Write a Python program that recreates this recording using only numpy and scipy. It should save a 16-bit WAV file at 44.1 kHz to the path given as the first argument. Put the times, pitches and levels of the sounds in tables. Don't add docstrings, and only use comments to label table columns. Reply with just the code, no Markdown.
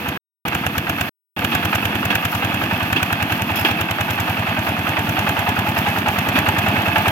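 import sys
import numpy as np
from scipy.fft import rfft, irfft, next_fast_len
from scipy.io import wavfile
from scipy.ndimage import uniform_filter1d, map_coordinates

SR = 44100
rng = np.random.default_rng(int(sys.argv[2]) if len(sys.argv) > 2 else 0)


def unload_audio(sound):
    columns = np.transpose(np.atleast_2d(sound))
    steps = np.round(np.clip(columns, -1, 1) * 32767)
    wavfile.write(sys.argv[1], SR, steps.astype(np.int16))


N = 313551

# time_s, distance_m, facing (0 side-on, 1 head-on)
ROUTE = [(0, 11.8, 0.12), (1.7, 11.24, 0.01), (3, 10.94, 0.45), (4.4, 10.8, 0.59), (5.3, 8.6, 1),
         (7.1, 7.47, 0.96)]
# time_s, firings_per_s
ENGINE_SPEED = [(0.0, 8.654), (0.9, 8.652), (1.7, 9.964), (2.1, 10.007), (2.65, 10.594), (2.98, 9.929),
                (3.3, 10.407), (3.8, 10.039), (4.2, 10.479), (4.7, 9.946), (5.45, 10.042), (5.75, 10.172),
                (6.2, 9.889), (6.75, 10.198), (7.1, 9.923)]
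# time_s, effort_db
ENGINE_EFFORT = [(0.08, -4.5), (1.0, -1.54), (1.85, -2.02), (1.95, -4.5), (2.15, -1), (2.63, -5),
                 (2.73, -10.02), (2.92, -0.9), (3.41, -2.5), (3.51, -7.77), (3.81, -1.5), (4.0, -1.7),
                 (4.49, -8), (5.19, -2.5), (5.68, -5), (6.58, -1.55), (6.78, -8), (7.08, -1.8)]
# time_s, level_db
CYLINDER_LEVEL = [(0, -16.5), (1.4, -16), (1.6, -13), (2.3, -14.5), (3.2, -20), (4.6, -20), (5.3, -14.5),
                  (7.1, -16)]
# start_s, extra_db
EXTRA_CHUGS = [(.476, -2.5), (1.385, -8.5)]
# time_s, extra_db
LOUD_KNOCKS = [(1.65, 3), (1.75, 4.5), (5.88, 5), (6.38, 4)]
# start_s, level_db, fade_s
FRAME_CLANKS = [(1.514, -24, 0.083), (2.101, -16.5, 0.018), (2.959, -17.5, 0.025), (3.556, -23.5, 0.037),
                (3.646, -14.5, 0.021), (3.683, -27.5, 0.047), (6.352, -18, 0.023)]
STEEL_JINGLES = [(3.554, -29, 0.053), (3.669, -43, 0.053), (5.774, -30.5, 0.014)]
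# pitch_hz, level_db
MUD_TONE = [(2350, -34), (4000, -4.5), (4900, -7), (6630, -10.5), (7840, -18.5), (10800, -10),
            (12000, -1.5), (12700, 1.5), (14100, -3.5), (15400, -8), (16000, -9)]
FRAME_TONE = [(120, -24), (230, 12), (330, 6.5), (480, -8), (800, 1), (1500, -9), (2100, -5.5), (2700, 3.5),
              (3050, -8.5), (3400, -10.5), (4300, -13.5), (8000, -32.5), (16000, -22)]
DRONE_TONE = [(20, -44.5), (45, -41), (85, -6.5), (120, -7.5), (160, -4), (220, -4), (320, -2.5),
              (400, -12.5), (560, -33), (900, -65)]
GEAR_TONE = [(240, -46.5), (400, -17.5), (555, -6), (688, -1.5), (835, -1.5), (1230, -6), (1350, -6),
             (1720, 0), (1910, -6), (2300, -4.5), (2600, -4.5), (2990, -7), (3460, -8), (3750, -19),
             (4600, -21.5), (5980, -42.5), (10100, -120)]
KNOCK_TONE = [(330, -28), (500, -10.5), (680, -5), (850, 1), (1080, -7.5), (1550, -1), (2100, -7),
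              (2650, -6.5), (3400, -14.5), (4100, -22.5), (6000, -35), (9000, -58.5)]
BARK_TONE = [(250, -10), (480, -5.5), (750, 1), (1100, -2.5), (1600, 5), (2100, -5), (2650, 3),
             (3400, -5.5), (4200, -15), (6000, -34.5)]
HISS_TONE = [(2500, -22.5), (4500, -6), (6700, 0), (8000, -5), (11000, -6.5), (12200, 4.5), (14000, -0.5),
             (16000, -7.5)]
# pitch_hz, width_hz, level_db
PLOUGH_NOTES = [(865, 100, -3.5), (1670, 110, 0.5), (2636, 100, 1), (3330, 150, -1.5)]
STEEL_NOTES = [(5100, 160, -6), (5695, 130, -11), (6750, 250, -14.5), (10200, 92, -6.5), (13040, 220, 1.5)]
BELT_NOTES = [(489, 16, 0)]
COVER_NOTES = [(705.6, 16, -1), (1202, 64, -3.5), (1660, 76, -21.5), (2598, 86, 0)]
PANEL_NOTES = [(396, 60, -12.5), (636, 60, -4), (714, 77, -4), (867, 91, -2.5)]
# pitch_hz, level_db, ring_s (time to fade by 60 dB)
CYLINDER_NOTES = [(1020, -9, .022), (1290, 0, .03), (1530, -3, .022), (1760, -10, .02), (2720, -8, .035)]
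# cycle_share, pitch_hz, swell_s, level_db, scatter_db
AIR_PUFFS = [(0, 106, 0.0051, 5.5, 1), (.017, 208, 0.005, -1, 1.5), (.114, 116.5, 0.0051, 7.5, 0.4),
             (.338, 211, 0.0029, 4.5, 0.7), (0.584, 199, 0.003, 4, 1.9)]
# pitch_hz, louder_db
LEFT_LOUDER = [(100, 0.4), (450, 0), (750, -1), (1250, -2.5), (2000, -2.5), (2650, -8), (3350, -4),
               (3900, 6), (4700, 15.5), (6800, 9.5), (9000, 15.5), (12000, 22), (15000, 43)]
# pitch_hz, lead_radians
LEFT_AHEAD = [(350, 0), (720, 0.31), (1100, 1.04), (1700, 2), (2600, 1), (3500, 3), (5500, 5), (9000, 11.5),
              (15000, 5)]
# pitch_hz, likeness (0 to 1)
LIKENESS = [(200, .99), (450, 0.84), (750, 1), (1300, 0.43), (2000, 0.68), (2600, 0.69), (3500, 0.13),
            (8000, .1)]
# start_s, end_s
SILENCES = [(.175, .452), (1.094, 1.364)]

START_M, WORKING_HZ = 12, 10
# base_db, db_per_extra_firing_per_s, head_on_extra_db
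MUD_DB, WHINE_DB, DRONE_DB = (-41, 1, -3), (-39.5, 1.5, -21), (-31, 0.7, -1.5)
FRONT_DB, GEAR_DB, KNOCK_DB = (-40, 1, 7.5), (-29, 1.8, -1.5), (-23.5, 0, 1)
THUMP_DB, BARK_DB, HISS_DB = (-23.5, 1, -1.5), (-13, -0.6, -4), (-23.5, -0.5, -3)
BARK_GROWS, HISS_GROWS = 1.7, 1.61
THUMP_SCATTER_DB, BARK_SCATTER_DB, KNOCK_SCATTER_DB = 0.63, 0.6, 2.5
VALVE_DB, VALVE_SCATTER_DB = -2, 2
SLOSH_DB = 2
IGNITION_LEAD = 0.205
FIRST_FIRING_S, TOP_HZ = 0.0814, 15950
DIRECT_ONLY = np.array([[1], [0]])


def amp(db):
    return 10 ** (np.asarray(db) / 20)


def unit(x):
    return x / np.sqrt(np.mean(x ** 2) + 1e-20)


def along(points, hz):
    f, v = np.transpose(points)
    return np.interp(np.log(hz + 1), np.log(f), v)


def wobble(rate):
    return map_coordinates(rng.standard_normal(int(N * rate / SR) + 4), [np.arange(N) * rate / SR])


def filtered(x, response):
    m = next_fast_len(N + SR // 2)
    return irfft(rfft(x, m) * response(np.fft.rfftfreq(m, 1 / SR)), m)[..., :N]


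def colour(points):
    return lambda hz: amp(along(points, hz))


def ringing(modes):
    return lambda f: sum((-1) ** k * amp(db) * 1j * f * w / (c * c - f * f + 1j * f * w)
                         for k, (c, w, db) in enumerate(modes))


def swell(t, peak):
    u = np.maximum(t, 0) / peak
    return u ** 2 * np.exp(2 - 2 * u)


def place(times, shapes):
    at = np.round(np.maximum(times, 0) * SR).astype(int)[:, None] + np.arange(shapes.shape[1])
    return np.bincount(at.ravel(), shapes.ravel(), N)[:N]


def bursts(times, db, rise, fall):
    t = np.arange(SR // 5) / SR
    shape = (1 - np.exp(-(t / rise) ** 2)) * np.exp(-t / np.reshape(fall, (-1, 1)))
    return place(times, amp(db)[:, None] * shape / shape.max(axis=1, keepdims=True))


def rattle(force, response, grit_db):
    contacts = rng.standard_normal((2, N)) * amp(grit_db * wobble(900))
    norm = np.sqrt(np.mean(filtered(contacts, response) ** 2))
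    return filtered(contacts * force, response) / norm


def curves(rows, t):
    times, *columns = np.transpose(rows)
    return [np.interp(t, times, column) for column in columns]


def loudness(part, t):
    base_db, speed_db, facing_db = part
    rate, = curves(ENGINE_SPEED, t)
    distance, facing = curves(ROUTE, t)
    nearness_db = 20 * np.log10(START_M / distance)
    return base_db + speed_db * (rate - WORKING_HZ) + facing_db * facing + nearness_db


def firings(t):
    turns = np.cumsum(curves(ENGINE_SPEED, t)[0]) / SR
    turns -= np.interp(FIRST_FIRING_S, t, turns)
    regular = np.interp(np.arange(int(turns[-1]) + 1), turns, t)
    extra_s, extra_db = np.transpose(EXTRA_CHUGS)
    starts = np.concatenate([regular, extra_s])
    strength_db = np.concatenate([np.zeros(len(regular)), extra_db])
    return starts, 1 / curves(ENGINE_SPEED, starts)[0], strength_db


def mud(t):
    drop_s = np.cbrt(rng.random(size=90)) * N / SR
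    spatter = bursts(drop_s, rng.uniform(-3, 9, size=90), rise=0.0004, fall=0.003)
    slosh = amp(loudness(MUD_DB, t) + SLOSH_DB * wobble(22))
    return rattle(slosh * np.hypot(1, spatter), colour(MUD_TONE), grit_db=0)


def loose_frame():
    starts, level_db, fade_s = np.transpose(FRAME_CLANKS)
    blows = bursts(starts, level_db, rise=0.003, fall=fade_s)
    frame = rattle(blows, colour(FRAME_TONE), grit_db=0)
    plough = rattle(amp(-2) * blows, ringing(PLOUGH_NOTES), grit_db=-1.5)
    starts, level_db, fade_s = np.transpose(STEEL_JINGLES)
    taps = bursts(starts, level_db, rise=0.003, fall=fade_s)
    return frame + plough + rattle(taps, ringing(STEEL_NOTES), grit_db=6)


def hum(t):
    drone = rattle(amp(loudness(DRONE_DB, t) + 1.6 * wobble(6.4)), colour(DRONE_TONE), grit_db=3)
    belt = rattle(amp(loudness(WHINE_DB, t)), ringing(BELT_NOTES), grit_db=1.5)
    mesh_db = 0.67 * loudness(FRONT_DB, t) - 22.5
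    return drone + belt + rattle(amp(mesh_db), ringing([(702.5, 7, 0)]), grit_db=2.5)


def front_panels(t, ignition_s, force_db):
    shake = 0.65 + bursts(ignition_s, force_db + 1.5, rise=0.0049, fall=0.027)
    return rattle(amp(loudness(FRONT_DB, t)) * shake, ringing(PANEL_NOTES), grit_db=2)


def gears_and_valves(t, valve_s, blows):
    gear_db = loudness(GEAR_DB, t)
    tap_db = rng.normal(VALVE_DB, VALVE_SCATTER_DB, len(valve_s))
    valves = bursts(valve_s, tap_db, rise=0.0037, fall=0.014) * amp(gear_db)
    gears = amp(gear_db + 0.67 * wobble(12))
    clatter = rattle(np.hypot(gears, valves), colour(GEAR_TONE), grit_db=2)
    covers = rattle(amp(-5) * np.hypot(gears, 0.41 * blows), ringing(COVER_NOTES), grit_db=4.5)
    return clatter + covers


def cylinder(ignition_s, strength_db):
    t = np.arange(SR // 20) / SR
    ring = 0
    for pitch_hz, level_db, ring_s in CYLINDER_NOTES:
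        size, detune = rng.standard_normal((len(ignition_s), 2)).T[:, :, None]
        fade = amp(level_db + 2 * size - 60 * t / ring_s)
        ring = ring + fade * np.sin(2 * np.pi * pitch_hz * (1 + 0.03 * detune) * t)
    force = amp(curves(CYLINDER_LEVEL, ignition_s)[0] + strength_db)
    attack = 1 - np.exp(-t / 0.001)
    return place(ignition_s, force[:, None] * ring * attack) * DIRECT_ONLY


def engine(t, starts, cycle_s, strength_db):
    ignition_s = starts - IGNITION_LEAD * cycle_s
    hard_db = sum(db * (abs(starts - when) < cycle_s / 2) for when, db in LOUD_KNOCKS)
    force_db = strength_db + hard_db + KNOCK_SCATTER_DB * rng.standard_normal(len(starts))
    blows = bursts(ignition_s, loudness(KNOCK_DB, starts) + force_db - 2.5, rise=0.0026, fall=0.025)
    knock = cylinder(ignition_s, strength_db) + rattle(blows, colour(KNOCK_TONE), grit_db=1.5)
    clatter = gears_and_valves(t, starts + 0.31 * cycle_s, blows)
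    return knock + clatter + front_panels(t, ignition_s, force_db)


def thumps(starts, cycle_s, thump_db):
    t = np.arange(SR // 10) / SR
    puffs = np.zeros(N)
    for share, pitch_hz, swell_s, level_db, scatter_db in AIR_PUFFS:
        size, detune = rng.standard_normal((len(starts), 2)).T
        wave = swell(t, swell_s) * np.sin(2 * np.pi * pitch_hz * (1 + 0.012 * detune[:, None]) * t)
        gain = amp(thump_db + level_db + scatter_db * size)
        puffs += place(starts + share * cycle_s, gain[:, None] * wave)
    return filtered(puffs, lambda hz: hz ** 4 / (hz ** 4 + 48 ** 4)) * DIRECT_ONLY


def exhaust(starts, cycle_s, strength_db):
    effort_db, = curves(ENGINE_EFFORT, starts)
    charge, burn = rng.standard_normal((len(starts), 2)).T
    thump_db = loudness(THUMP_DB, starts) + strength_db - THUMP_SCATTER_DB * charge
    bark_db = loudness(BARK_DB, starts) + strength_db + BARK_GROWS * effort_db + BARK_SCATTER_DB * burn
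    hiss_db = loudness(HISS_DB, starts) + strength_db + HISS_GROWS * effort_db
    thump = thumps(starts, cycle_s, thump_db)
    bark = bursts(starts + 0.005, bark_db, rise=0.002, fall=0.0045)
    hiss = bursts(starts + 0.002, hiss_db, rise=0.0047, fall=0.004)
    return thump + rattle(bark, colour(BARK_TONE), grit_db=1) + rattle(hiss, colour(HISS_TONE), grit_db=3)


def scene():
    def blend(hz):
        angle = np.arccos(np.clip(along(LIKENESS, hz), 0, 1)) / 2
        return np.array([np.cos(angle), np.sin(angle)])

    def microphones(hz):
        ratio = amp(along(LEFT_LOUDER, hz))
        lead = np.exp(0.5j * along(LEFT_AHEAD, hz))
        treble_lift = amp(along([(600, 0.22), (1300, 2.48), (5000, 2.84)], hz))
        return np.array([ratio * lead, 1 / lead]) * np.sqrt(2 / (1 + ratio ** 2)) * treble_lift

    t = np.arange(N) / SR
    beat = firings(t)
    tractor = exhaust(*beat) + engine(t, *beat) + hum(t) + mud(t) + loose_frame()
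    direct, scattered = filtered(tractor, blend)
    return filtered(np.array([direct + scattered, direct - scattered]), microphones)


def record(dry):
    t = np.arange(N) / SR
    on = 1.0 - sum((t > start) & (t < end) for start, end in SILENCES)
    return filtered(dry * uniform_filter1d(on, size=32), lambda hz: hz < TOP_HZ)


dry = scene()
out = record(dry)
unload_audio(out)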